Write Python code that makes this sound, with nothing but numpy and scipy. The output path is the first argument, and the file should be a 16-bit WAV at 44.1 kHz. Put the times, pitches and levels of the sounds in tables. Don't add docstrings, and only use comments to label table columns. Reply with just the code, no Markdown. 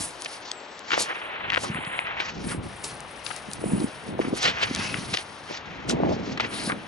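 import sys
import numpy as np
from scipy import signal
from scipy.fft import rfft, irfft
from scipy.io import wavfile
from scipy.ndimage import uniform_filter1d

SR = 44100
rng = np.random.default_rng(int(sys.argv[2]) if len(sys.argv) > 2 else 0)


def output_pcm(signal):
    pcm = np.clip(np.atleast_2d(signal).T, -1, 1) * 32767
    wavfile.write(sys.argv[1], SR, np.round(pcm).astype(np.int16))


N = 302967
TIME, FREQ = np.arange(N) / SR, np.fft.rfftfreq(N, 1 / SR)


def footsteps():
    # f/Hz, level/dB
    grind_colour = [(100, -28), (300, -6), (700, 4), (1400, 6.5), (2100, 8.5), (2700, 6.5), (3200, 3.5),
                    (4100, -11), (6000, -63.5), (11000, -66)]
    slide_colour = [(1000, -39), (3000, 15), (4500, 19.5), (6000, 17), (7500, 5), (9000, -38.5),
                    (11000, -101)]
    rustle_colour = [(4000, -22), (7000, 8.5), (9000, 19.5), (10300, 23.5), (11500, -3.5)]
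    # f/Hz, level/dB
    chip_side = [(100, -10), (300, 0), (650, 2.5), (1400, 1.5), (2600, -.5), (5000, -6), (8000, -11),
                 (11000, -13)]
    # t/s, left minus right/dB, phase lead (+ left, - right)
    step_lean = [(2.3, .7, .9), (2.8, 2, -.3), (3.0, 2, -.3), (3.26, 8, 0), (3.38, 6, 0), (3.55, .3, .4),
                 (4.3, .2, .9), (4.68, .2, .9), (4.78, .2, .2), (5.0, .2, .2), (5.12, .5, .9),
                 (6.4, 1.3, .9)]
    grind, slide, rustle = sole_pressure()
    chips = litter(grind, grind_colour, rate=7000, spread_db=-2.5, clump_db=2, gain_db=1)
    chips += litter(slide, slide_colour, rate=8300, spread_db=-2.5, clump_db=2, gain_db=-2)
    chips += litter(rustle, rustle_colour, rate=6200, spread_db=-0.5, clump_db=2.5, gain_db=-4)
    mid, stray = chips + crushes() + snaps() + knocks() + pebbles() + scrapes()
    lean_db, lead = curves(step_lean)
    balance = undb(np.array([lean_db, -lean_db]) / 2)
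    return ports(mid, stray, chip_side, lead, stray_db=-5) * balance


def sole_pressure(sway_db=-1):
    # t/s, length/s, grind/dB, slide/dB, rustle/dB
    scuffs = [(0.0, 0.053, -50.5, -47, -32), (0.084, 0.091, -59.5, -50.5, -59),
              (0.212, 0.16, -53, -44, -46.5), (0.455, 0.033, -64, -40.5, -70.5),
              (0.538, 0.66, -72, -53.5, -92.5), (0.923, 0.034, -33.5, -35.5, -80),
              (0.994, 0.038, -40.5, -31.5, -56), (1.076, 0.21, -40, -64, -57),
              (1.314, 0.27, -39.5, -65.5, -75.5), (1.62, 0.048, -44, -38.5, -47),
              (1.722, 0.29, -40.5, -92, -49.5), (1.943, 0.072, -38.5, -66, -72.5),
              (2.066, 0.16, -37, -63.5, -90), (2.235, 0.064, -42, -40, -100),
              (2.355, 0.095, -52.5, -46.5, -90), (2.491, 0.027, -41, -40.5, -34.5),
              (2.639, 1.468, -53.5, -52.5, -52.5), (2.867, 0.065, -49.5, -45.5, -41.5),
              (3.259, 0.11, -48.5, -45, -45), (3.528, 0.0084, -59.5, -52, -41),
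              (3.66, 0.18, -49, -56, -39.5), (4.212, .077, -46, -48, -49.5),
              (4.374, 0.0043, -42.5, -35.5, -48.5), (4.432, 0.032, -30.5, -27.5, -83),
              (4.562, 0.064, -34.5, -44, -69), (4.632, 0.13, -42, -41, -51),
              (4.786, 0.081, -37.5, -37, -43), (4.875, 0.1, -42, -41, -42), (4.974, 0.24, -49, -41.5, -45),
              (5.257, 0.25, -69, -52, -56), (5.508, 0.071, -43.5, -43, -84),
              (5.658, .66, -48.5, -55.5, -78.5), (6.094, 0.061, -55, -46, -88),
              (6.269, 0.057, -56.5, -44, -79.5), (6.437, 0.012, -36, -45.5, -89),
              (6.53, 0.057, -41, -47, -39.5), (6.61, 0.081, -45.5, -42, -36.5),
              (6.752, 0.13, -53, -55.5, -57.5)]
    # grind/dB, slide/dB, rustle/dB
    settling_db = (-60.5, -79, -102)
    power = np.outer(undb(settling_db), undb(sway_db * drift(rate=20))) ** 2
    for start, length, *db in scuffs:
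        power += np.outer(undb(db), envelope(start, length, attack_s=0.027, release_s=0.026)) ** 2
    return np.sqrt(power)


def litter(push, spectrum, rate, spread_db, clump_db, gain_db):
    clumps = undb(clump_db * drift(rate=110))
    density = rate * np.sqrt(unit(push))
    rubs = [grains(density, spread_db) / np.sqrt(density) for _ in range(2)]
    streams = np.array([unit(shape(rub, colour(spectrum))) for rub in rubs])
    return streams * push * clumps * undb(gain_db)


def crushes(q=0.67, cutoff_ratio=1.76, thud_db=-9.5, thud_hz=560):
    # t/s at the peak, level/dB, rise/s, fall/s, f/Hz
    clumps = [(.009, -31.5, 0.013, 0.05, 7900), (0.26, -29.5, 0.0024, 0.0045, 2840),
              (.922, -27, 0.0055, 0.0071, 2530), (.9345, -20, 0.002, 0.0027, 1400),
              (0.9402, -21, 0.0011, .005, 950), (0.969, -33, .006, .007, 3300),
              (0.978, -21, 0.001, 0.005, 930), (1.004, -25.5, 0.011, 0.015, 7900),
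              (1.021, -28.5, 0.0036, 0.014, 7000), (1.104, -27, 0.0084, 0.012, 1340),
              (1.575, -22.5, .0012, 0.004, 1710), (1.577, -28, .002, .003, 550),
              (1.643, -34.5, 0.034, 0.0091, 6150), (1.648, -32.5, 0.012, 0.016, 875),
              (1.851, -36, 0.0024, 0.002, 2780), (2.205, -26, 0.0064, 0.0079, 2320),
              (2.521, -31.5, 0.0047, 0.016, 1330), (2.842, -28.5, 0.0031, 0.016, 7300),
              (3.312, -27, 0.0015, 0.004, 1760), (4.218, -30, 0.0044, 0.0055, 1450),
              (4.248, -33.5, .0024, 0.0067, 1340), (4.374, -34.5, 0.012, 0.011, 7450),
              (4.431, -26, 0.0087, 0.0064, 4500), (4.443, -24.5, .004, 0.0083, 2980),
              (4.457, -23.5, 0.004, 0.012, 2650), (4.479, -23, 0.007, 0.016, 2670),
              (4.499, -31.5, .003, 0.017, 2470), (4.634, -19.5, 0.013, 0.0082, 2670),
              (5.1405, -25, 0.0053, 0.0026, 3180), (5.148, -24, 0.0041, 0.0048, 3070),
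              (5.186, -34, 0.0048, 0.016, 2940), (5.508, -34.5, 0.0054, 0.013, 380),
              (5.896, -25.5, 0.0055, 0.0074, 4960), (5.908, -28, 0.0027, 0.011, 4400),
              (5.9, -24.5, 0.0017, 0.0074, 1520), (6.376, -26, 0.0016, 0.005, 2240),
              (6.401, -20.5, 0.00067, 0.0068, 1030), (6.404, -23.5, 0.002, 0.0099, 2470),
              (6.45, -29, 0.0048, 0.0055, 1830), (6.7, -25.5, 0.006, 0.013, 1180),
              (6.723, -32.5, 0.00092, 0.0063, 1220)]
    out = np.zeros((2, N))
    fractures = np.array([grains(rate=6000, spread_db=0.5) for _ in range(2)])
    for t, db, rise, fall, hz in clumps:
        near = np.abs(TIME - t) < 0.2
        age = TIME[near] - t
        swell = np.exp(-np.abs(age) / np.where(age < 0, rise, fall))
        ring = unit(damp(resonate_twice(fractures[:, near], hz, q), cutoff_ratio * hz))
        thud = unit(damp(resonate_twice(fractures[:, near], thud_hz, q), cutoff_ratio * thud_hz))
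        out[:, near] += undb(db) * swell * (ring + undb(thud_db) * thud)
    return out


def snaps(q=0.9, splinter_s=0.0016, cutoff_ratio=1.8, gain_db=-1):
    # t/s, level/dB, f/Hz, splinters against the break/dB
    breaks = [(0.2212, -13, 6250, -23), (0.2476, -18, 5740, -15), (0.792, -30, 5500, 0),
              (0.906, -16, 2300, -11), (.918, -10.5, 2250, -0.5), (.932, -11, 1900, -13),
              (0.9775, -13, 1090, -27), (1.5018, -16, 2390, -13), (1.52, -17, 1900, -10),
              (1.5256, -17, 1700, -16), (1.5315, -12, 1900, -29), (1.536, -14, 2200, -19),
              (1.5423, -12.5, 2300, -16), (1.5477, -8.5, 2200, -26), (1.5608, -10, 1900, -38),
              (1.5702, -12, 1600, -32), (1.5732, -13, 1500, -28), (1.5748, -12, 2200, -22),
              (1.578, -15, 1700, -24), (1.746, -22, 1620, -5), (2.07, -20, 1860, 6),
              (3.005, -18, 8250, -36), (3.2643, -19, 3420, -25), (3.305, -26, 1200, -10),
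              (3.3635, -16, 9350, -19), (3.5148, -23, 4200, -22), (3.5338, -15, 8800, -4.5),
              (3.8032, -25, 3700, -14), (4.634, -24, 2300, -7), (4.7497, -6.5, 5300, -33),
              (4.7614, -12, 4000, -28), (4.9426, -12.5, 1640, -12), (5.172, -13, 2700, -9),
              (5.574, -21, 3340, -14), (5.8964, -11, 5050, -16), (6.3987, -11, 1900, -22),
              (6.6986, -14.5, 1330, -32), (6.72, -15, 2100, -26)]
    out, age = np.zeros(N), TIME[:SR // 20]
    for t, db, hz, splinter_db in breaks:
        crack = undb(splinter_db) * rng.standard_normal(len(age)) * np.exp(-age / splinter_s)
        crack[0] += 1
        ring = damp(resonate_twice(crack, hz, q), cutoff_ratio * hz)
        add_hit(out, ring, int(t * SR), db + gain_db)
    return out


def knocks(q=2.7, cutoff_hz=4200, thud_hz=800, thud_db=-9):
    # t/s, level/dB, f/Hz
    sticks = [(1.991, -10.5, 2300), (2.2024, -12.5, 2330)]
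    out, tap = np.zeros(N), signal.unit_impulse(SR // 20)
    thud = undb(thud_db) * damp(resonate(tap, thud_hz, q=1), 2 * thud_hz)
    for t, db, hz in sticks:
        ring = damp(resonate_twice(tap, hz, q), cutoff_hz)
        add_hit(out, ring + thud, int(t * SR), db)
    return out


def pebbles(contact_s=0.00015):
    # t/s, level/dB, f/Hz, t60/s
    clicks = [(0.5153, -15, 3560, .006), (.5163, -17.5, 3480, .007), (.9356, -12.5, 2150, .008),
              (0.9413, -14, 2100, 0.0091), (1.502, -13.5, 1860, 0.011), (3.2642, -21.5, 2730, 0.0044),
              (3.266, -20.5, 2700, 0.0103), (5.1409, -14.5, 3200, 0.0044), (6.4035, -21, 1890, .016),
              (6.4064, -20.5, 2530, .012), (6.409, -18, 1480, .014)]
    # multiple of its pitch, level/dB
    modes = [(.47, -12), (1, -2), (1.36, 0), (1.79, -2), (2.29, -9)]
    out, age = np.zeros(N), TIME[:SR // 20]
    onset = 1 - np.exp(-(age / contact_s) ** 2)
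    for t, db, hz, t60 in clicks:
        ring = sum(undb(mode_db) * np.sin(2 * np.pi * (hz * ratio * age + rng.random()))
                   for ratio, mode_db in modes)
        decay = np.exp(-np.log(1000) * age / t60)
        add_hit(out, ring * decay * onset, int(t * SR), db)
    return out


def scrapes(edge_s=0.0099):
    # t/s, length/s, level/dB, f/Hz, Q
    drags = [(.997, .027, -35, 4380, 9), (.997, .025, -34, 7100, 4), (4.79, .17, -40, 2610, 8),
             (4.838, .024, -39, 5650, 4), (6.54, .05, -40, 3800, 1.8), (6.6, .095, -40.5, 4500, 2.8)]
    slips = grains(rate=1900, spread_db=0)
    return sum(undb(db) * unit(resonate_twice(slips, hz, q)) * envelope(start, length, edge_s, edge_s)
               for start, length, db, hz, q in drags)


def wind_and_thuds(rumble_db=-45, rumble_growth=0.59, flutter_db=-0.5, tear_db=-51, tear_growth=3):
    # f/Hz, level/dB
    rumble_colour = [(20, -22.5), (60, -5), (130, -1), (220, -6), (400, -17.5), (900, -56), (2000, -77.5)]
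    flutter_colour = [(30, -34.5), (100, -9.5), (190, 1), (310, -2.5), (500, -10), (900, -19), (2000, -55),
                      (5000, -105)]
    tear_colour = [(150, -15), (400, 13.5), (600, 16), (900, 8), (1500, -16.5), (4000, -64.5)]
    # f/Hz, level/dB
    wind_side = [(30, -14), (100, -9), (200, -3.5), (350, 0), (700, 2), (2000, -2)]
    # t/s, phase lead (+ left, - right), rumble boost/dB
    airflow = [(0, -0.84, 3), (.3, -0.27, -2.5), (.7, -0.043, -11.5), (1.15, -0.18, -5), (1.45, 0.14, 4),
               (1.7, 0.065, 1), (2.1, -0.05, 6), (2.5, 0.96, 2.5), (3.0, -0.041, 7), (3.6, -0.83, -0.5),
               (4.35, -0.82, -2), (4.5, 0.021, 5), (4.8, -0.4, 1), (5.1, 0.08, 1.5), (5.4, -0.7, 2.5),
               (6.0, 0.93, 1), (6.6, 0.016, -4)]
    lead, boost_db = curves(airflow)
    strength = low_swells()
    rumble = undb(rumble_db + boost_db) * unit(strength ** rumble_growth) * turbulence(rumble_colour)
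    flutter = undb(flutter_db) * strength * turbulence(flutter_colour)
    tear = undb(tear_db) * unit(strength ** tear_growth) * turbulence(tear_colour)
    lumps = undb(1.7 * drift(rate=50))
    mid, stray = (rumble + flutter + tear) * lumps
    return ports(mid + low_thumps(), stray, wind_side, lead, stray_db=-3)


def low_swells(rise_s=0.051, fall_s=0.031, breeze_db=-64):
    # t/s, length/s, level/dB
    swells = [(0.0, 0.044, -48.5), (0.941, 0.086, -49), (1.49, 0.32, -47), (1.674, 0.041, -42.5),
              (1.992, 0.45, -69), (2.365, 0.3, -40.5), (2.687, 0.18, -55.5), (3.49, 0.13, -48),
              (3.668, 0.18, -34), (3.815, .03, -41), (4.114, 0.23, -36.5), (4.476, 0.045, -43),
              (4.706, 0.15, -39), (4.919, 0.17, -39.5), (5.678, 0.12, -48.5), (5.92, 0.22, -29.5),
              (6.173, 0.18, -35), (6.36, 0.32, -40), (6.675, 0.066, -34), (6.773, 0.097, -45.5)]
    power = sum((undb(db) * envelope(start, length, rise_s, fall_s)) ** 2 for start, length, db in swells)
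    return np.sqrt(power + undb(breeze_db) ** 2)


def turbulence(spectrum):
    return np.array([unit(shape(grains(rate=1800, spread_db=2), colour(spectrum))) for _ in range(2)])


def low_thumps(q=1.4, pitch_scatter=0.14, gain_db=-1):
    # t/s at the peak, level/dB, f/Hz
    thumps = [(.008, -30.5, 223), (1.691, -29, 288), (1.702, -20, 183), (1.718, -29, 230),
              (1.756, -24, 150), (1.787, -26, 290), (1.875, -30, 190), (2.447, -23, 208), (2.472, -21, 210),
              (2.506, -26.5, 230), (2.549, -22.5, 266), (2.576, -28, 200), (3.488, -29, 253),
              (3.641, -15, 336), (3.662, -18, 226), (3.722, -19, 248), (3.736, -11.5, 244),
              (3.751, -18, 194), (3.782, -17, 233), (3.802, -20, 252), (3.82, -18, 262), (3.844, -15, 224),
              (4.193, -13.5, 534), (4.201, -12.5, 324), (4.252, -22, 278), (4.276, -21.5, 258),
              (4.284, -20.5, 254), (4.33, -14.5, 227), (4.337, -17.5, 347), (4.713, -17.5, 240),
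              (4.794, -25, 196), (4.988, -21, 195), (5.129, -25.5, 148), (5.937, -13, 264),
              (5.948, -15.5, 214), (5.97, -22, 380), (6.003, -17, 580), (6.015, -20, 267),
              (6.03, -14.5, 234), (6.0355, -12.5, 760), (6.051, -18.5, 298), (6.061, -21, 280),
              (6.093, -15, 560), (6.111, -20, 240), (6.167, -19, 295), (6.278, -23, 223),
              (6.678, -18.5, 290), (6.728, -21, 282)]
    out, age = np.zeros(N), TIME[:SR // 10]
    for t, db, hz in thumps:
        pitch = hz * np.exp(pitch_scatter * rng.standard_normal())
        push = np.exp(-2 * np.pi * age * pitch)
        kick = rng.choice([-1, 1]) * resonate_twice(push, pitch, q)
        start = max(int(t * SR) - np.abs(kick).argmax(), 0)
        add_hit(out, kick, start, db + gain_db)
    return out


def river(level_db=-43.5, left_db=6.5, split_hz=900, surge_db=0.8):
    # f/Hz, level/dB
    river_colour = [(20, -9.5), (100, -23), (160, -10), (250, 3), (450, 6.5), (850, 7.5), (1400, 3.5),
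                    (2500, -2), (4000, -8), (7000, -53), (11000, -78.5)]
    # f/Hz, level/dB
    river_side = [(50, -24), (250, -13), (600, -10), (1300, -7), (3000, -5), (8000, -6)]
    low = 1 / (1 + (FREQ / split_hz) ** 2)
    water = []
    for _ in range(2):
        rush = unit(shape(rng.standard_normal(N), colour(river_colour)))
        water.append(sum(shape(rush, band) * undb(surge_db * drift(rate=7)) for band in (low, 1 - low)))
    mid, side = water[0], shape(water[1], colour(river_side))
    lean_db = left_db / 2 * FREQ / (FREQ + 250)
    return undb(level_db) * np.array([shape(mid + side, undb(lean_db)), shape(mid - side, undb(-lean_db))])


def bird(hold_s=0.056, waver=0.012, flutter_db=3, forest_t60_s=0.53, echo_db=-2):
    # t/s at the crest, level/dB, crest f/Hz, end f/Hz, fall/s
    notes = [(.525, -53, 7980, 7280, .05), (.705, -55.5, 7850, 6900, .06), (.893, -49, 7250, 6550, .028)]
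    call = np.zeros(N)
    for t, db, crest_hz, end_hz, fall in notes:
        arch_hz = end_hz + (crest_hz - end_hz) * np.exp(-((TIME - t) / fall) ** 2)
        hz = arch_hz * (1 + waver * drift(rate=1100))
        swell = envelope(t, hold_s, attack_s=0.02, release_s=0.023)
        loudness = undb(db + flutter_db * drift(rate=80)) * swell
        call += loudness * np.sin(2 * np.pi * np.cumsum(hz) / SR)
    trunks = rng.standard_normal((2, SR)) * np.exp(-np.log(1000) * TIME[:SR] / forest_t60_s)
    echoes = np.array([signal.fftconvolve(call, tail / np.linalg.norm(tail))[:N] for tail in trunks])
    return call + undb(echo_db) * echoes


def ports(mid, stray, side_colour, lead, stray_db):
    side_gain = colour(side_colour)
    side = lead * shape(mid, 1j * side_gain) + undb(stray_db) * shape(stray, side_gain)
    return np.array([mid + side, mid - side])


def grains(rate, spread_db):
    chance, size, sign = rng.random(N), rng.exponential(size=N), rng.choice([-1, 1], N)
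    return unit((chance < rate / SR) * sign * undb(spread_db * np.minimum(size, 4)))


def drift(rate):
    count = int(SR / rate)
    held = rng.standard_normal(2048)[np.arange(N) // count % 2048]
    return np.sqrt(2) * uniform_filter1d(uniform_filter1d(held, count), count)


def envelope(start, length, attack_s, release_s):
    return np.exp(np.minimum(TIME - start, 0) / attack_s - np.maximum(TIME - start - length, 0) / release_s)


def curves(rows):
    times, *columns = np.transpose(rows)
    return [np.interp(TIME, times, column) for column in columns]


def add_hit(out, hit, start, peak_db):
    out[start:start + len(hit)] += undb(peak_db) * hit[:N - start] / np.abs(hit).max()


def resonate(x, hz, q):
    hz = min(hz, SR / 3)
    return signal.lfilter(*signal.iirpeak(hz, max(q, 3 * hz / SR), fs=SR), x)


def resonate_twice(x, hz, q):
    return resonate(resonate(x, hz, q), hz, q)


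def damp(x, hz):
    return signal.lfilter(*signal.butter(2, min(hz, SR / 3), fs=SR), x)


def colour(points):
    hz, db = np.transpose(points)
    return undb(np.interp(np.log(FREQ + 1), np.log(hz), db))


def shape(x, gain):
    return irfft(rfft(x) * gain, N)


def unit(x):
    return x / np.sqrt(np.mean(x ** 2) + 1e-18)


def undb(db):
    return 10 ** (np.asarray(db) / 20)


def scene():
    return footsteps() + wind_and_thuds() + river() + bird()


def record(dry):
    top_hz = 11200
    return signal.sosfilt(signal.ellip(10, 0.2, 80, top_hz, fs=SR, output="sos"), dry)


dry = scene()
out = record(dry)
output_pcm(out)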